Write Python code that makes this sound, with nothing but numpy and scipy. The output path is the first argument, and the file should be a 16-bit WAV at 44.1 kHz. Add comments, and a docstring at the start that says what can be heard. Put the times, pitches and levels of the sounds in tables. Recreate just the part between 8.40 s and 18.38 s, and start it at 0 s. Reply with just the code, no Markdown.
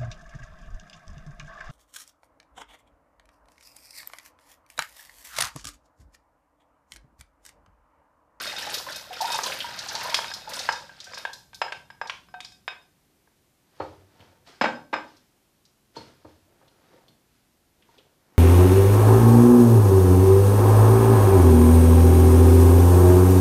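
"""A small, hard, echoing kitchen. Beans slide from a glass bowl into a pot of broth, pushed by a wooden
spoon that taps the glass. The bowl is set down on a stone counter; the spoon stirs, scrapes and knocks
the pot. Glass and steel answer impact and friction with damped normal modes. The broth sounds through
brief splashes, fine spray and the resonance of the air pockets trapped in it."""
import sys
import numpy as np
from scipy import signal
from scipy.io import wavfile

SR = 44100
rng = np.random.default_rng(int(sys.argv[2]) if len(sys.argv) > 2 else 0)


def wav_out(sig):
    """Save sig, one row per channel (or a flat mono array), as 16-bit PCM at SR to the path in sys.argv[1]."""
    wavfile.write(sys.argv[1], SR, np.round(np.clip(np.atleast_2d(sig).T, -1, 1) * 32767).astype(np.int16))


N = 440118

# Spectrum of the room tone: f/Hz, relative spectral density/dB
ROOM_SPECTRUM = [(15, -33), (25, -4), (148, -1), (227, -3.5), (331, -4), (469, -11), (803, -10),
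                 (996, -14.5), (12500, -21.5), (15500, -21.5)]
# Reverberation time of the kitchen: f/Hz, T60/s
REVERB_T60 = [(100, 0.86), (500, 0.4), (2000, 0.29), (6000, 0.4), (14000, 0.67)]
# Low rumble while the bowl is tipped: t/s, level/dB
TIPPING_RUMBLE = [(0, -64), (2.3, -59), (2.6, -65), (4.1, -64), (4.6, -83)]
# Modes of the full pot, damped by the broth: f/Hz, level/dB, T60/s
POT_MODES = [(150, -10, .06), (236, -8, .08), (312, -6, .1), (458, -7, .08), (535, -5, .09), (610, -4, .08),
             (755, -2, .06), (834, -4, .06), (928, -3, .06), (1240, -8, .06)]
# Dull knocks through pot and counter: t/s, level/dB, centre f/Hz, thump level/dB, relative rim ring/dB
POT_KNOCKS = [(5.4, -23, 620, -44, -26), (5.795, -57, 526, -52.5, -5), (6.213, -12.5, 1208, -46.5, -27),
              (6.238, -13, 1082, -60, -34), (6.528, -17, 1000, -53.5, -37), (7.566, -35.5, 325, -51.5, -4),
              (7.847, -42.5, 497, -52.5, -22), (8.211, -53, 526, -71.5, -27), (8.686, -54, 287, -66, -8)]
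# Spoon strokes: fastest moment t/s, swell rate/(dB/s), drag on the steel/dB, swish of the broth/dB
SPOON_STROKES = [(5.428, 162, -48.5, -56.5), (5.828, 73, -52, -64), (6.074, 900, -51, -52),
                 (6.702, 95, -68, -61), (7.563, 898, -51, -49.5), (7.898, 91.5, -65, -65.5),
                 (8.249, 49, -58, -75.5), (8.549, 45, -54.5, -67.5), (8.95, 97, -81, -72.5),
                 (9.547, 99, -56.5, -65.5), (9.97, 73, -56, -81)]
# Modes of the glass bowl, damped by the hand: f/Hz, level/dB, T60/s
GLASS_MODES = [(732, -1, .26), (1555, -1, .19), (2541, -8, .16), (3702, -5, .13), (5070, -12, .12),
               (5160, -7, .018), (7350, -20, .11)]
# Clack modes for the flat of the spoon: f/Hz, level/dB, T60/s
FLAT_MODES = [(607, 4.7, 0.0067), (926, 0, 0.033), (1628, 0.28, 0.034)]
# Clack modes for the edge of the spoon: f/Hz, level/dB, T60/s
EDGE_MODES = [(1120, 2, 0.0081), (2330, -0.5, 0.011), (3320, -6, 0.009)]
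# Blows on the bowl: t/s, level/dB, clack centre f/Hz, edge against flat/dB,
# relative glass ring/dB, ring centre f/Hz, relative ring above 4 kHz/dB
BOWL_TAPS = [(0.988, -15.5, 800, -10, -38, 1500, -30), (1.743, -8.5, 2750, 12.5, -23, 2950, 1),
             (1.788, -18.5, 870, -16.5, -40, 1200, -38), (1.844, -26.5, 1850, 2, -33, 2500, -27),
             (1.915, -33, 1723, -12, -22, 1560, 10), (2.289, -12, 1120, -15, -18, 1720, -5),
             (2.493, -43, 1600, -13, -2, 1510, -11), (2.669, -50, 1570, -10, 8, 1560, -14),
             (2.735, -34, 1280, 5, -7, 3000, 7), (2.774, -31.5, 1640, -10, -16.5, 1560, -20),
             (2.851, -20, 1690, -6, -10, 1750, -19), (3.131, -42, 1760, -4.5, -7, 1700, -14),
             (3.216, -13, 1346, -7, -19, 1000, -3), (3.282, -37, 1650, -9.5, -23, 1520, -30),
             (3.322, -21.5, 1830, 2.5, -10.5, 1850, -26), (3.502, -36.5, 1680, -17, -15, 1530, -4),
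             (3.614, -23, 1070, -28, -14, 1120, -4.5), (3.656, -41, 1670, 3, -7, 1560, -14),
             (3.697, -18, 1800, 19, -29, 2000, -35), (3.886, -50.5, 1160, 16, -5, 1300, 3),
             (3.94, -37, 1280, -8.5, 7.5, 1130, -11), (4.004, -28, 3130, 18, -7, 3550, -28),
             (4.048, -39, 3800, 4, -6.5, 3240, -14), (4.12, -44.5, 4300, 5, -2, 3720, 4),
             (4.279, -19, 1400, 18, -6, 3000, -8.5), (4.874, -58, 606, 1, -21, 1500, -16.5),
             (6.212, -14, 1127, -5, -15.5, 1560, -1), (6.256, -14, 850, -14.5, -7.5, 1600, -25),
             (6.538, -17, 1090, -4, -8, 1650, -5)]
# Flow of beans, as the strength of their splashing: t/s, level/dB
BEAN_FLOW = [(0, -34.5), (.14, -39), (.35, -36), (.45, -50), (0.488, -38), (.67, -51.5), (0.82, -38),
             (.95, -33.5), (1.02, -39.5), (1.08, -35), (1.282, -41.5), (1.45, -40), (1.65, -35.5),
             (1.9, -42.5), (2.05, -53.5), (2.14, -36.5), (2.28, -40.5), (2.5, -59), (2.8, -47.5),
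             (3.1, -79.5)]
# Weighting of the small bubbles by pitch, and so by size: f/Hz, level/dB
BUBBLE_SPECTRUM = [(710, -34), (1200, -2.5), (1580, 3.5), (2280, -3.5), (4900, 4), (7230, -12), (9000, -12),
                   (11700, -47)]
# Large air pockets closing behind the beans: t/s, level/dB, starting f/Hz
AIR_POCKETS = [(0.272, -31, 833), (0.466, -31, 986), (0.707, -31, 706), (0.805, -21, 882),
               (0.819, -22.5, 721), (0.844, -24.5, 892), (0.901, -23, 928), (0.943, -21.5, 893),
               (1.057, -29, 982), (1.244, -27.5, 907), (1.549, -30.5, 856), (1.583, -30.5, 870),
               (1.654, -28.5, 956), (1.722, -27.5, 960), (2.074, -30, 900), (8.537, -51, 476),
               (9.49, -52, 922)]
# Clumps and drops hitting the broth: t/s, level/dB, centre f/Hz, relative spray/dB
BROTH_IMPACTS = [(0.0444, -33, 4900, -7), (0.0657, -27, 3550, -14), (0.183, -24.5, 3380, -10),
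                 (0.2227, -25, 5000, -20), (0.3411, -16.5, 4450, -9.5), (0.38, -24, 4640, -13),
                 (0.5224, -28, 4400, -12.5), (0.5583, -26, 4800, -4), (0.7295, -28.5, 2940, -10),
                 (0.8102, -20.5, 4940, -6), (0.919, -21, 4200, -9.5), (0.9444, -23, 4930, -34),
                 (1.034, -18.5, 5300, -18), (1.0622, -20, 3600, -10), (1.1203, -18.5, 2040, -30),
                 (1.203, -20, 3150, -28.5), (1.3892, -22, 4700, -31), (1.4866, -22, 4630, -30),
                 (1.552, -19, 4350, -35), (1.697, -23.5, 4200, -25.5), (1.7432, -14, 4430, -18),
                 (1.9375, -23.5, 4630, -14), (2.0918, -30, 4700, -5.5), (2.1345, -23, 4570, -14),
                 (2.1914, -20, 4700, -28), (2.323, -24.5, 4670, -25), (2.602, -29.5, 4340, -35),
                 (2.6415, -31.5, 5050, -19), (2.7432, -30.5, 4800, -19), (2.7782, -30.5, 4400, -11),
                 (2.9317, -30.5, 4700, -12), (3.1445, -31, 4520, -11.5), (3.672, -34, 4530, -28),
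                 (4.0466, -29, 4320, -40), (5.8037, -48, 2700, -13), (6.767, -49, 4730, -13),
                 (7.252, -49, 4780, -19.5), (7.567, -39, 4140, -34), (8.2794, -51.5, 3660, -29),
                 (8.6817, -47, 3790, -15), (9.423, -51, 2730, -26.5), (9.5815, -47, 3220, -21.5)]

ROOM_DB, REVERB_DB, CUTOFF_HZ = -66.5, -5.5, 15950
RIM_HZ, RIM_T60_S = 4310, .12   # bare steel above the broth
DRAG_FADE_DB_PER_S, SWISH_FADE_DB_PER_S = 62.5, 98.5
BEANS_ON_POT_DB, SLOSH_DB = -13, -14   # relative to the splashing and to the spoon's drag
RING_FALL_DB_PER_OCTAVE = 11
FLOW_MID_DB, PLOPPING_DB, SPATTER_DB = -38, -49.5, -52   # levels at middling flow
SPATTER_DB_PER_FLOW_DB = 3.1


def from_db(db):
    """Amplitude ratio: a factor of ten for every 20 dB."""
    return 10 ** (np.asarray(db) / 20)


def unit_rms(x):
    """Normalisation to a mean square of one."""
    return x / np.sqrt(np.mean(x ** 2) + 1e-20)


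def level_curve(rows):
    """Linear interpolation of level/dB at every sample, silent outside the table's span."""
    return np.interp(np.arange(N) / SR, *np.transpose(rows), left=-120, right=-120)


def at_hz(rows, hz):
    """Interpolation on a logarithmic frequency axis."""
    frequencies, values = np.transpose(rows)
    return np.interp(np.log(hz), np.log(frequencies), values)


def band(x, low_hz, high_hz):
    """Band-pass filtering with a maximally flat passband."""
    sos = signal.butter(2, [low_hz, min(high_hz, SR / 2.2)], "band", fs=SR, output="sos")
    return signal.sosfilt(sos, x)


def coloured(noises, gain_at):
    """Spectral shaping: half-octave bands, taken from two noises in turn, are weighted and summed."""
    edges = 25 * 2 ** np.arange(0, 9.6, .5)
    return sum(band(noises[k % 2], low, high) * gain_at(np.sqrt(low * high))
               for k, (low, high) in enumerate(zip(edges, edges[1:])))


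def resonator(drive, hz, t60):
    """Damped harmonic oscillator: a unit impulse starts a decaying sine of about unit height."""
    decay, omega = from_db(-60 / (t60 * SR)), 2 * np.pi * hz / SR
    return signal.lfilter([0, np.sin(omega)], [1, -2 * decay * np.cos(omega), decay ** 2], drive + 1e-18)


def impulses(per_s, spread_db):
    """Shot noise: independent impulses of uneven size and sign."""
    sizes = from_db(spread_db * np.minimum(rng.exponential(1, N), 4)) * rng.choice([-1, 1], N)
    return sizes * (rng.random(N) < per_s / SR)


def bursts(rows, t60, octaves, rise_s):
    """A brief contact has a broad spectrum: each row (t/s, peak level/dB, f/Hz) is decaying noise."""
    out, t = np.zeros(N), np.arange(SR // 10) / SR
    envelope = from_db(-60 * t / t60) * np.clip(t / rise_s, 0, 1)
    for start_s, db, hz, *_ in rows:
        burst = band(rng.standard_normal(len(t)) * envelope, hz / 2 ** octaves, hz * 2 ** octaves)
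        burst = band(burst, hz / 2.4, hz * 6)   # steeper skirts
        at = round(start_s * SR)
        out[at:at + len(t)] += from_db(db) * burst / np.abs(burst).max()
    return out


def struck(modes, times, strength_db, spread_db, rubbing=0):
    """Modal superposition: blows drive each mode by strength_db(f), with scatter; rubbing drives all."""
    scatter_db = spread_db * rng.standard_normal((len(times), len(modes)))
    out = 0
    for k, (hz, level_db, t60) in enumerate(modes):
        drive = np.zeros(N) + rubbing / np.sqrt(t60 * SR)
        drive[np.round(times * SR).astype(int)] += from_db(strength_db(hz) + scatter_db[:, k])
        out = out + from_db(level_db) * resonator(drive, hz, t60) * (-1) ** k
    return band(band(out, 49, 6300), 40, 6400)   # finite contact time dulls the treble


def room_tone():
    """Stationary noise, strongest in the bass, forms the background."""
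    noise = coloured(rng.standard_normal((2, N)), lambda hz: from_db(at_hz(ROOM_SPECTRUM, hz)))
    return from_db(ROOM_DB) * unit_rms(noise)


def reverberation(direct):
    """Diffuse field: reflections build up, then decay exponentially at each band's own rate."""
    t = np.arange(SR // 2) / SR
    tail = coloured(rng.standard_normal((2, len(t))), lambda hz: from_db(-60 * t / at_hz(REVERB_T60, hz)))
    tail *= np.clip((t - .005) / .02, 0, 1)
    return from_db(REVERB_DB) * signal.fftconvolve(direct, tail / np.sqrt(np.sum(tail ** 2)))[:N]


def tipping_rumble():
    """Amplitude-modulated bass noise is heard while the bowl is tipped."""
    return unit_rms(band(rng.standard_normal(N), 55, 190)) * from_db(level_curve(TIPPING_RUMBLE))


def plops(rows, rise_per_s, t60, wobble):
    """Bubble resonance: the pitch climbs as an air pocket nears the surface, and wavers as that heaves."""
    out, t = np.zeros(N + SR), np.arange(SR // 8) / SR
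    for start_s, db, hz in rows:
        heave = np.interp(t, np.linspace(0, t[-1], num=16), rng.standard_normal(16))
        envelope = np.clip(t / 0.0016, 0, 1) * from_db(db - 60 * t / t60 + 33 * wobble * heave)
        pitch_hz = hz * (1 + rise_per_s * t + wobble * heave[::-1])
        at = round(start_s * SR)
        out[at:at + len(t)] += envelope * np.sin(2 * np.pi * np.cumsum(pitch_hz) / SR)
    return out[:N]


def gurgle(level_db, start_s, end_s, low_hz, count):
    """Incoherent sum of plops at random times, spread over about an octave."""
    when, strength, pitch = rng.random((count, 3)).T
    rows = zip(start_s + when * (end_s - start_s), 12 * strength, low_hz * 2.1 ** pitch)
    return unit_rms(plops(rows, rise_per_s=6.9, t60=0.043, wobble=0.042)) * from_db(level_db)


def stirring_level(peaks_db, fade_db_per_s):
    """Exponential growth and decay about each stroke's fastest moment; the loudest sets level/dB."""
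    t = np.arange(N) / SR
    return np.max([db - np.maximum(swell * (peak_s - t), fade_db_per_s * (t - peak_s))
                   for (peak_s, swell, *_), db in zip(SPOON_STROKES, peaks_db)], axis=0)


def pot(drag_db, flow_db):
    """Forced vibration: knocks ring the pot and thump the stove; spoon and beans rub; broth sloshes."""
    times, db, centre_hz, thump_db, rim_db = np.transpose(POT_KNOCKS)
    friction = unit_rms(impulses(per_s=1700, spread_db=4.5))
    friction *= from_db(drag_db) + from_db(flow_db + BEANS_ON_POT_DB)
    wall = struck(POT_MODES, times, lambda hz: db - 4.5 - 4 * abs(np.log2(hz / centre_hz)),
                  spread_db=7.0, rubbing=from_db(-6.5) * friction)
    thumps = [(at, level_db, 98) for at, level_db in zip(times, thump_db)]
    stove = from_db(5.5) * bursts(thumps, t60=0.082, octaves=0.38, rise_s=0.0073)
    rim = struck([(RIM_HZ, 0, RIM_T60_S)], times, lambda hz: db + rim_db, spread_db=1)
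    thuds = bursts(POT_KNOCKS, t60=0.13, octaves=0.92, rise_s=0.0038)
    scrape = from_db(4.5) * band(friction, 73, 1300)
    slosh = gurgle(drag_db + SLOSH_DB, SPOON_STROKES[0][0], N / SR, low_hz=317.0, count=200)
    return wall + rim + stove + thuds + scrape + slosh


def bowl(flow_db):
    """Impact excitation: taps clack and ring the glass; sliding beans tick mainly on its high modes."""
    times, db, clack_hz, edge_db, ring_db, ring_hz, top_db = np.transpose(BOWL_TAPS)
    ticks = unit_rms(band(impulses(per_s=98, spread_db=7.5), 2700, 9000)) * from_db(flow_db + 4)
    clack = 0
    for modes, cut_db in ((FLAT_MODES, edge_db), (EDGE_MODES, -edge_db)):
        blow_db = db + 0.87 - np.maximum(cut_db, 0)
        clack += struck(modes, times, lambda hz: blow_db - 6 * abs(np.log2(hz / clack_hz)), spread_db=3)

    def glass_drive_db(hz):
        """Excitation falls away from the ring's centre; the top modes have their own level."""
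        if hz > 4000:
            return db + top_db
        return db + ring_db - RING_FALL_DB_PER_OCTAVE * abs(np.log2(hz / ring_hz))

    glass = struck(GLASS_MODES, times, glass_drive_db, spread_db=1, rubbing=ticks)
    contact = from_db(-2.5) * bursts(BOWL_TAPS, t60=0.05, octaves=0.9, rise_s=0.00065)
    return signal.sosfilt(signal.butter(4, 460, "high", fs=SR, output="sos"), clack + glass + contact)


def spatter(level_db):
    """Modulated noise: clumps of fine droplets hiss and decay independently in two treble bands."""
    out, decay = 0, from_db(-60 / (0.045 * SR))
    for low_hz in (6000, 9000):
        clumps = signal.lfilter([1], [1, -decay], np.abs(impulses(per_s=60, spread_db=3.5)) + 1e-18)
        out = out + band(rng.standard_normal(N) * clumps, low_hz, 1.65 * low_hz)
    return unit_rms(out) * from_db(level_db)


def bubbles(level_db, per_s, cycles, spread_db):
    """Constant-Q resonance: small bubbles of scattered pitch each fall 60 dB in the given cycles."""
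    births, pitches = impulses(per_s, spread_db), np.geomspace(1250, 8500, num=18)
    pitch_index = rng.integers(0, len(pitches), N)
    out = 0
    for k, hz in enumerate(pitches):
        weight = from_db(at_hz(BUBBLE_SPECTRUM, hz)) * np.sqrt(hz)
        out = out + weight * resonator(births * (pitch_index == k), hz, cycles / hz)
    return unit_rms(out) * from_db(level_db)


def broth(flow_db, swish_db):
    """Impact and air entrainment: beans splash, spray, plop and bubble; stirring makes a dense fizz."""
    swing_db = flow_db - FLOW_MID_DB
    snaps = from_db(-5) * bursts(BROTH_IMPACTS, t60=0.008, octaves=0.5, rise_s=0.0004)
    spray_rows = [(at, db + spray_db, 9000) for at, db, _, spray_db in BROTH_IMPACTS]
    spray = bursts(spray_rows, t60=0.07, octaves=0.7, rise_s=0.006)
    swish = bubbles(swish_db, per_s=9000, cycles=12, spread_db=1.5)
    large_plops = plops(AIR_POCKETS, rise_per_s=2.0, t60=0.13, wobble=0.049)
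    small_plops = gurgle(PLOPPING_DB + swing_db, 0, BEAN_FLOW[-1][0], low_hz=485.5, count=330)
    droplets = spatter(SPATTER_DB + SPATTER_DB_PER_FLOW_DB * swing_db)
    bubbling = bubbles(flow_db, per_s=3500, cycles=31, spread_db=3.5)
    splashes = bursts(BROTH_IMPACTS, t60=0.075, octaves=0.34, rise_s=0.001)
    return snaps + spray + swish + large_plops + small_plops + droplets + bubbling + splashes


def scene():
    """Superposition of direct sound, background and reverberation in one channel."""
    flow_db = level_curve(BEAN_FLOW)
    *_, drag_peaks_db, swish_peaks_db = np.transpose(SPOON_STROKES)
    drag_db = stirring_level(drag_peaks_db, DRAG_FADE_DB_PER_S)
    swish_db = stirring_level(swish_peaks_db, SWISH_FADE_DB_PER_S)
    direct = bowl(flow_db) + broth(flow_db, swish_db) + pot(drag_db, flow_db)
    direct = band(direct, 70, 20000)   # deep bass below 70 Hz is removed
    return (direct + room_tone() + tipping_rumble() + reverberation(direct))[None]


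def record(dry):
    """Band limiting: a steep low-pass removes the highest treble."""
    return signal.sosfilt(signal.cheby2(12, 70, CUTOFF_HZ, fs=SR, output="sos"), dry)


dry = scene()
out = record(dry)
wav_out(out)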